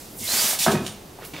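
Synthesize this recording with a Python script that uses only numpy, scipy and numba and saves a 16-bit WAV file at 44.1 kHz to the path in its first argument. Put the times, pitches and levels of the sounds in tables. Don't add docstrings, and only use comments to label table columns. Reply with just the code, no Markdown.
import sys
import numpy as np
from scipy import signal
from scipy.fft import rfft, irfft
from scipy.io import wavfile
from scipy.ndimage import uniform_filter1d
from numba import njit

SR = 44100
rng = np.random.default_rng(int(sys.argv[2]) if len(sys.argv) > 2 else 0)


def waveform_to_disk(signal):
    frames = np.transpose(np.atleast_2d(signal))
    scaled = np.clip(frames, -1, 1) * 32767
    samples = np.round(scaled).astype(np.int16)
    wavfile.write(sys.argv[1], SR, samples)


def volts_from_decibels(level):
    exponent = np.asarray(level, float) / 20
    return 10 ** exponent


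N = 61739
TIME = np.arange(N) / SR


def level(x, db):
    return x * volts_from_decibels(db) / np.sqrt(np.mean(x ** 2))


def colour(x, points):
    p = np.array(points, float)
    f = np.fft.rfftfreq(x.shape[-1], 1 / SR)
    gain_db = np.interp(np.log(f + 1), np.log(p[:, 0]), p[:, 1])
    return irfft(rfft(x) * volts_from_decibels(gain_db), x.shape[-1])


def walk(rate):
    hold = int(SR / rate)
    held = np.repeat(rng.standard_normal(N // hold + 1), hold)
    return 1.3 * uniform_filter1d(uniform_filter1d(held, hold), hold)[:N]


# (frequency [Hz], level per Hz [dB])
HUM_COLOUR = [(20, -7), (40, -2), (70, -2), (170, 0), (330, -1), (800, -9), (1500, -18), (4000, -19),
              (16000, -24)]


def workshop_hum():
    noise = rng.standard_normal((2, N))
    return level(colour(noise, HUM_COLOUR), -43.5) * volts_from_decibels(0.13 * walk(12.0))


# (frequency [Hz], level per Hz [dB])
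PAPER_COLOUR = [(200, 0.5), (500, -1.5), (1400, -4), (2000, -2.5), (4500, 1), (8000, 1.5), (13500, -0.5),
                (16000, -5)]


def earlier_slide():
    noise = rng.standard_normal((2, N))
    return level(colour(noise, PAPER_COLOUR), -43) * volts_from_decibels(-55 * TIME)


def curve(rows, axis):
    r = np.array(rows, float)
    return np.interp(TIME, r[:, 0], r[:, axis])


@njit
def high(x, hz, k):
    y, b, l = np.empty(len(x)), 0., 0.
    for i in range(len(x)):
        g = np.tan(np.pi * hz[i] / SR)
        v = (b + g * (x[i] - l)) / (1 + g * (g + k))
        y[i] = x[i] - k * v - l - g * v
        b, l = 2 * v - b, l + 2 * g * v
    return y


def edge(x, rows):
    hz = np.clip(curve(rows, axis=2), 100, 15000)
    steep = high(high(x, hz, np.sqrt(2)), hz, np.sqrt(2))
    return steep * volts_from_decibels(curve(rows, axis=1))


def ring(x, modes):
    out = 0
    for hz, db, t60 in modes:
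        pole = np.exp(2j * np.pi * hz / SR - np.log(1000) / (max(t60, .003) * SR))
        out = out + volts_from_decibels(db) * signal.lfilter([1], [1, -pole], x).imag
    return out


def strikes(rows, modes, spread, crack_db, crack_s):
    out = np.zeros(N)
    t = np.arange(int(.3 * SR)) / SR
    luck = rng.standard_normal((len(rows), 2, len(modes)))
    grit = rng.standard_normal((len(rows), len(t)))
    for (s, db, hz), (gain, tune), noise in zip(rows, luck, grit):
        cycles = t * hz
        push = np.where(cycles < .5, np.sin(2 * np.pi * cycles), 0)
        body = 0
        for k, ((f, m, t60), g, d) in enumerate(zip(modes, gain, tune)):
            far_db = 6 * (np.log2(f / hz) / spread) ** 2
            mode = (f * (1 + .015 * d), m + 2 * g - far_db, t60)
            body = body + (-1) ** k * ring(push, [mode])
        band = signal.butter(2, [hz / 2, min(hz * 2.5, 18000)], "band", fs=SR, output="sos")
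        crack = signal.sosfilt(band, noise * volts_from_decibels(-60 * t / crack_s))
        hit = body / np.abs(body).max() + volts_from_decibels(crack_db) * crack / np.abs(crack).max()
        i = int(s * SR)
        out[i:i + len(t)] += (volts_from_decibels(db) * hit)[:N - i]
    return out


# (frequency [Hz], width [Hz], level [dB])
SHEET_PEAKS = [(2070, 17, -6), (700, 360, -9), (2690, 40, -1)]


def friction(points, grit_db):
    grains = rng.standard_normal(N) * volts_from_decibels(grit_db * np.minimum(rng.exponential(size=N), 4))
    spectrum = rfft(colour(grains, points))
    hiss = 0
    for hz in 200 * 2 ** np.arange(0, 7, .5):
        octaves = np.log2((np.fft.rfftfreq(N, 1 / SR) + 1) / hz)
        band = np.clip(1 - 2 * np.abs(octaves), 0, 1)
        hiss = hiss + irfft(spectrum * band, N) * volts_from_decibels(walk(70))
    sheet = ring(grains, [(f, db, 2.2 / width) for f, width, db in SHEET_PEAKS])
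    return level(hiss, 0), level(sheet, 0)


# (time [s], level [dB], low edge of the hiss [Hz])
DRAG = [(.1, -43, 9300), (.14, -46, 8900), (.185, -33.5, 7700), (0.2, -35.5, 2600), (0.23, -32, 1980),
        (.265, -29, 1400), (.285, -28.5, 510), (.305, -24.5, 432), (.335, -21.5, 360), (.4, -21, 395),
        (.45, -22, 430), (.51, -23, 454), (.55, -28.5, 420), (.585, -39.5, 417)]
# (time [s], level over the hiss [dB], pitch [Hz])
SING = [
    (.212, -14, 2370),
    (.235, -1, 2170),
    (.268, -10, 2060),
    (.278, 0, 4000),
    (.31, -3, 4050),
    (.34, -14, 4300),
    (.41, -7.5, 4530),
    (.47, -31, 5100),
]


def paper_drag():
    hiss, sheet = friction(PAPER_COLOUR, grit_db=1.5)
    pitch = curve(SING, axis=2)
    whistle = (high(hiss, pitch, 0.051) - high(hiss, pitch, 0.23)) * 0.23
    sing = whistle * volts_from_decibels(curve(SING, axis=1)) * (TIME > SING[0][0])
    resonance = volts_from_decibels(-72 * TIME) * sheet * (TIME > .212)
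    drag = edge(hiss, DRAG) + volts_from_decibels(curve(DRAG, axis=1)) * (sing + resonance)
    release = np.clip((DRAG[-1][0] - TIME) / 0.061 + 1, 0, 1)
    return drag * release * (TIME > DRAG[0][0])


# (time [s], level [dB], centre [Hz])
BUMPS = [
    (.211, -32, 245),
    (.225, -38.5, 95),
    (.26, -44, 204),
    (.32, -48, 95),
    (.285, -32.5, 577),
    (.335, -28.5, 259),
    (.35, -33, 570),
    (.44, -31, 224),
    (.53, -24.5, 700),
    (.6, -39, 203),
]
# (frequency [Hz], level [dB], t60 [s])
BODY_MODES = [(104.7, -4, 0.09), (156, -4, 0.053), (230.3, -0.5, 0.053), (368, 7, 0.048), (453, 6, 0.02),
              (637, 9, 0.033), (765, 9, 0.03), (920, 10, 0.026), (1129, 9.5, 0.022), (1290, 15.5, 0.024),
              (1530, 10, 0.024), (1729, 3.5, 0.045), (1868, 5, 0.07), (2492, 6.5, 0.088)]


def table_bumps():
    return strikes(BUMPS, BODY_MODES, spread=0.35, crack_db=-7.5, crack_s=0.23)


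# (time [s], level [dB])
SHOVE = [(.5875, -47), (.5895, -23), (.64, -20.5), (.657, -25.5), (.666, -30), (.705, -35), (.718, -25.5),
         (.75, -40.5), (.8, -49.5), (.845, -43.5), (.87, -44)]
# (frequency [Hz], level per Hz [dB])
SHOVE_COLOUR = [(450, -29), (720, -7.5), (1400, -15.5), (2300, -4), (3700, 0), (9500, -2), (13500, -6.5),
                (16000, -8.5)]


def paper_shove():
    hiss, _ = friction(SHOVE_COLOUR, grit_db=3.5)
    return hiss * volts_from_decibels(curve(SHOVE, axis=1)) * (TIME > SHOVE[0][0]) * (TIME < SHOVE[-1][0])


# (time [s], level [dB], centre [Hz])
BLOWS = [(.662, -6.5, 793), (.666, -17, 453), (.669, -14, 1120), (.672, -26, 342), (.671, -17.5, 194),
         (.677, -13.5, 197), (.677, -10, 800), (.681, -10.5, 1300), (.684, -29.5, 216), (.695, -17.5, 404),
         (.702, -20.5, 1260), (.69, -39, 2000), (.752, -24, 2490), (.772, -26.5, 2490), (.708, -34, 1300),
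         (.724, -21, 368), (.737, -19, 202), (.715, -19, 360), (.72, -20, 774), (.734, -18, 450),
         (.7425, -13.5, 214), (.752, -19.5, 640), (.762, -21, 150), (.778, -24.5, 382), (.795, -26, 244),
         (.812, -25.5, 171), (.82, -30, 620), (.853, -38, 204), (.89, -31.5, 140)]


def clamp():
    blows = strikes(BLOWS, BODY_MODES, spread=0.54, crack_db=-11.5, crack_s=0.091)
    panels = level(ring(rng.standard_normal(N), BODY_MODES), 0)
    low_panels = level(ring(rng.standard_normal(N), BODY_MODES[1:4]), 0.047)
    since = TIME - .668
    fade = volts_from_decibels(-27.5 - 112 * np.abs(since)) * (since > 0)
    sos = signal.butter(2, 70., "high", fs=SR, output="sos")
    return signal.sosfilt(sos, blows + (panels + low_panels) * fade)


# (time [s], level [dB], centre [Hz])
LATCH = [(.851, -29, 4200), (.8645, -16.5, 3700), (.871, -24, 5200), (.879, -24.5, 3400), (.886, -33, 8600),
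         (.895, -45, 4020), (.901, -39, 4000), (.911, -39, 3700), (.925, -34, 8600), (.857, -49, 5200),
         (.861, -36, 6660)]
# (frequency [Hz], level [dB], t60 [s])
LATCH_MODES = [(3090, -1.5, 0.011), (3550, -4, 0.015), (3690, 5, 0.0051), (5700, -4, .007),
               (6780, 1, 0.0094), (8600, 4.5, 0.013), (9750, 2.5, 0.0089)]


def latch():
    clicks = strikes(LATCH, LATCH_MODES, spread=1.16, crack_db=-7.5, crack_s=0.078)
    since = TIME - .865
    fade = volts_from_decibels(-39.5 - 172 * np.abs(since)) * (since > 0)
    spring = level(ring(rng.standard_normal(N), LATCH_MODES), 0) * fade
    return clicks + spring


# (time [s], level [dB])
TICKS = [
    (.5892, -17),
    (.717, -26),
    (1.2442, -29),
    (1.247, -31),
    (1.2512, -21),
]


def dry_ticks():
    ticks = np.zeros(N)
    for s, db in TICKS:
        i = int(s * SR)
        ticks[i:i + 60] += volts_from_decibels(db) * rng.standard_normal(60) * np.exp(-np.arange(60) / 12.)
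    return signal.sosfilt(signal.butter(2, 9000., "high", fs=SR, output="sos"), ticks)


# (time [s], level [dB], low edge of the hiss [Hz])
BRUSH = [
    (1.17, -88, 408),
    (1.19, -50, 450),
    (1.226, -39.5, 600),
    (1.246, -33.5, 1210),
    (1.251, -27, 2520),
    (1.28, -30.5, 6460),
    (1.321, -40, 4040),
    (1.4, -40, 3000),
]


def hand_brush():
    cloth_colour = [(300, 22.0), (1500, 7), (8000, -8.5), (15000, -7.0)]  # Hz, dB per Hz
    hiss, _ = friction(cloth_colour, grit_db=2.0)
    return edge(hiss, BRUSH) * (TIME > BRUSH[0][0])


# (time [s], level [dB], centre [Hz])
TAPS = [(1.188, -32, 754), (1.195, -35, 900), (1.2215, -36, 1700), (1.258, -41, 2000), (1.21, -41, 1010),
        (1.222, -32.5, 515), (1.229, -35, 1300), (1.3362, -29.5, 2700), (1.3365, -29.5, 335),
        (1.343, -36, 310), (1.349, -33, 800), (1.346, -31.5, 2300), (1.357, -33, 2800),
        (1.364, -26.5, 2720), (1.38, -36, 3540), (1.388, -34, 4000)]
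# (frequency [Hz], level [dB], t60 [s])
PANEL_MODES = [(297, 1, 0.033), (492, -13, 0.024), (800, 6, 0.014), (1400, -5, 0.017), (1950, -1, 0.022),
               (2300, 4, 0.018), (2726, -5.5, 0.059), (3480, 6, 0.014), (4160, -1, .015)]


def finger_taps():
    return strikes(TAPS, PANEL_MODES, spread=0.26, crack_db=-7, crack_s=0.091)


# (frequency [Hz], level per Hz [dB])
SCRAPE_COLOUR = [(200, -28), (500, 2), (1700, -7), (2400, -1.5), (4300, -6), (6000, -21), (12000, -21)]


def finger_scrape():
    since = TIME - 1.3365
    fade_db = -41 - 57 * since
    hiss, _ = friction(SCRAPE_COLOUR, grit_db=3.0)
    return hiss * volts_from_decibels(fade_db + 2.8 * walk(120)) * (since > 0)


# (frequency [Hz], t60 [s])
ROOM_T60 = [(100, 0.4), (500, 0.52), (2000, 0.46), (6000, 0.35), (14000, 0.17)]


def room(x):
    t = np.arange(int(.9 * SR)) / SR
    r = np.array(ROOM_T60)
    tails = 0
    for lo in 60 * 2. 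** np.arange(8):
        sos = signal.butter(2, [lo, lo * 2], "band", fs=SR, output="sos")
        t60 = np.interp(np.log(lo * np.sqrt(2)), np.log(r[:, 0]), r[:, 1])
        noise = signal.sosfilt(sos, rng.standard_normal((2, len(t))))
        tails = tails + noise * volts_from_decibels(-60 * t / t60) / np.sqrt(t60)
    tails = tails * np.clip(t / 0.0097, 0, 1)
    tails = tails / np.sqrt(np.sum(tails[0] ** 2))
    return signal.fftconvolve(x[None], tails, axes=1)[:, :N]


# (frequency [Hz], side under mid [dB])
WIDTH = [(25, -23), (60, -27), (125, -41), (300, -32), (700, -23), (2000, -15), (5000, -13), (12000, -11.5)]
# (frequency [Hz], side under mid [dB])
SHOP_WIDTH = [(25, -21), (125, -20.5), (500, -8), (1500, -1.5), (3500, -8.5), (6000, -10.5), (12000, -11.5),
              (16000, -12)]
# (frequency [Hz], share [dB])
LEAN = [(100, -60), (700, -32), (2000, -22), (5000, -18), (8000, -18.5), (14000, -22)]


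def stereo(dry, wet, shop):
    mid = dry + volts_from_decibels(-7) * wet[0] + shop[0]
    smear = rng.standard_normal(1300) * np.exp(-np.arange(1300) / 200.)
    near = signal.fftconvolve(dry, smear / np.sqrt(np.sum(smear ** 2)))[:N]
    side = colour(volts_from_decibels(-0.5) * near + volts_from_decibels(-9) * wet[1], WIDTH)
    side = side + colour(shop[1], SHOP_WIDTH) - colour(mid, LEAN)
    return np.array([mid + side, mid - side])


def scene():
    shop = workshop_hum() + earlier_slide()
    paper = paper_drag() + table_bumps() + paper_shove()
    hand = dry_ticks() + hand_brush() + finger_taps() + finger_scrape()
    dry = paper + clamp() + latch() + hand
    return stereo(dry, room(dry), shop)


def roll_off(x):
    return signal.sosfilt(signal.butter(12, 16100, fs=SR, output="sos"), x)


def record(dry):
    top_cut = signal.ellip(10, .3, 90, 15700, fs=SR, output="sos")
    mix = signal.sosfilt(top_cut, dry)
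    return roll_off(mix)


dry = scene()
out = record(dry)
waveform_to_disk(out)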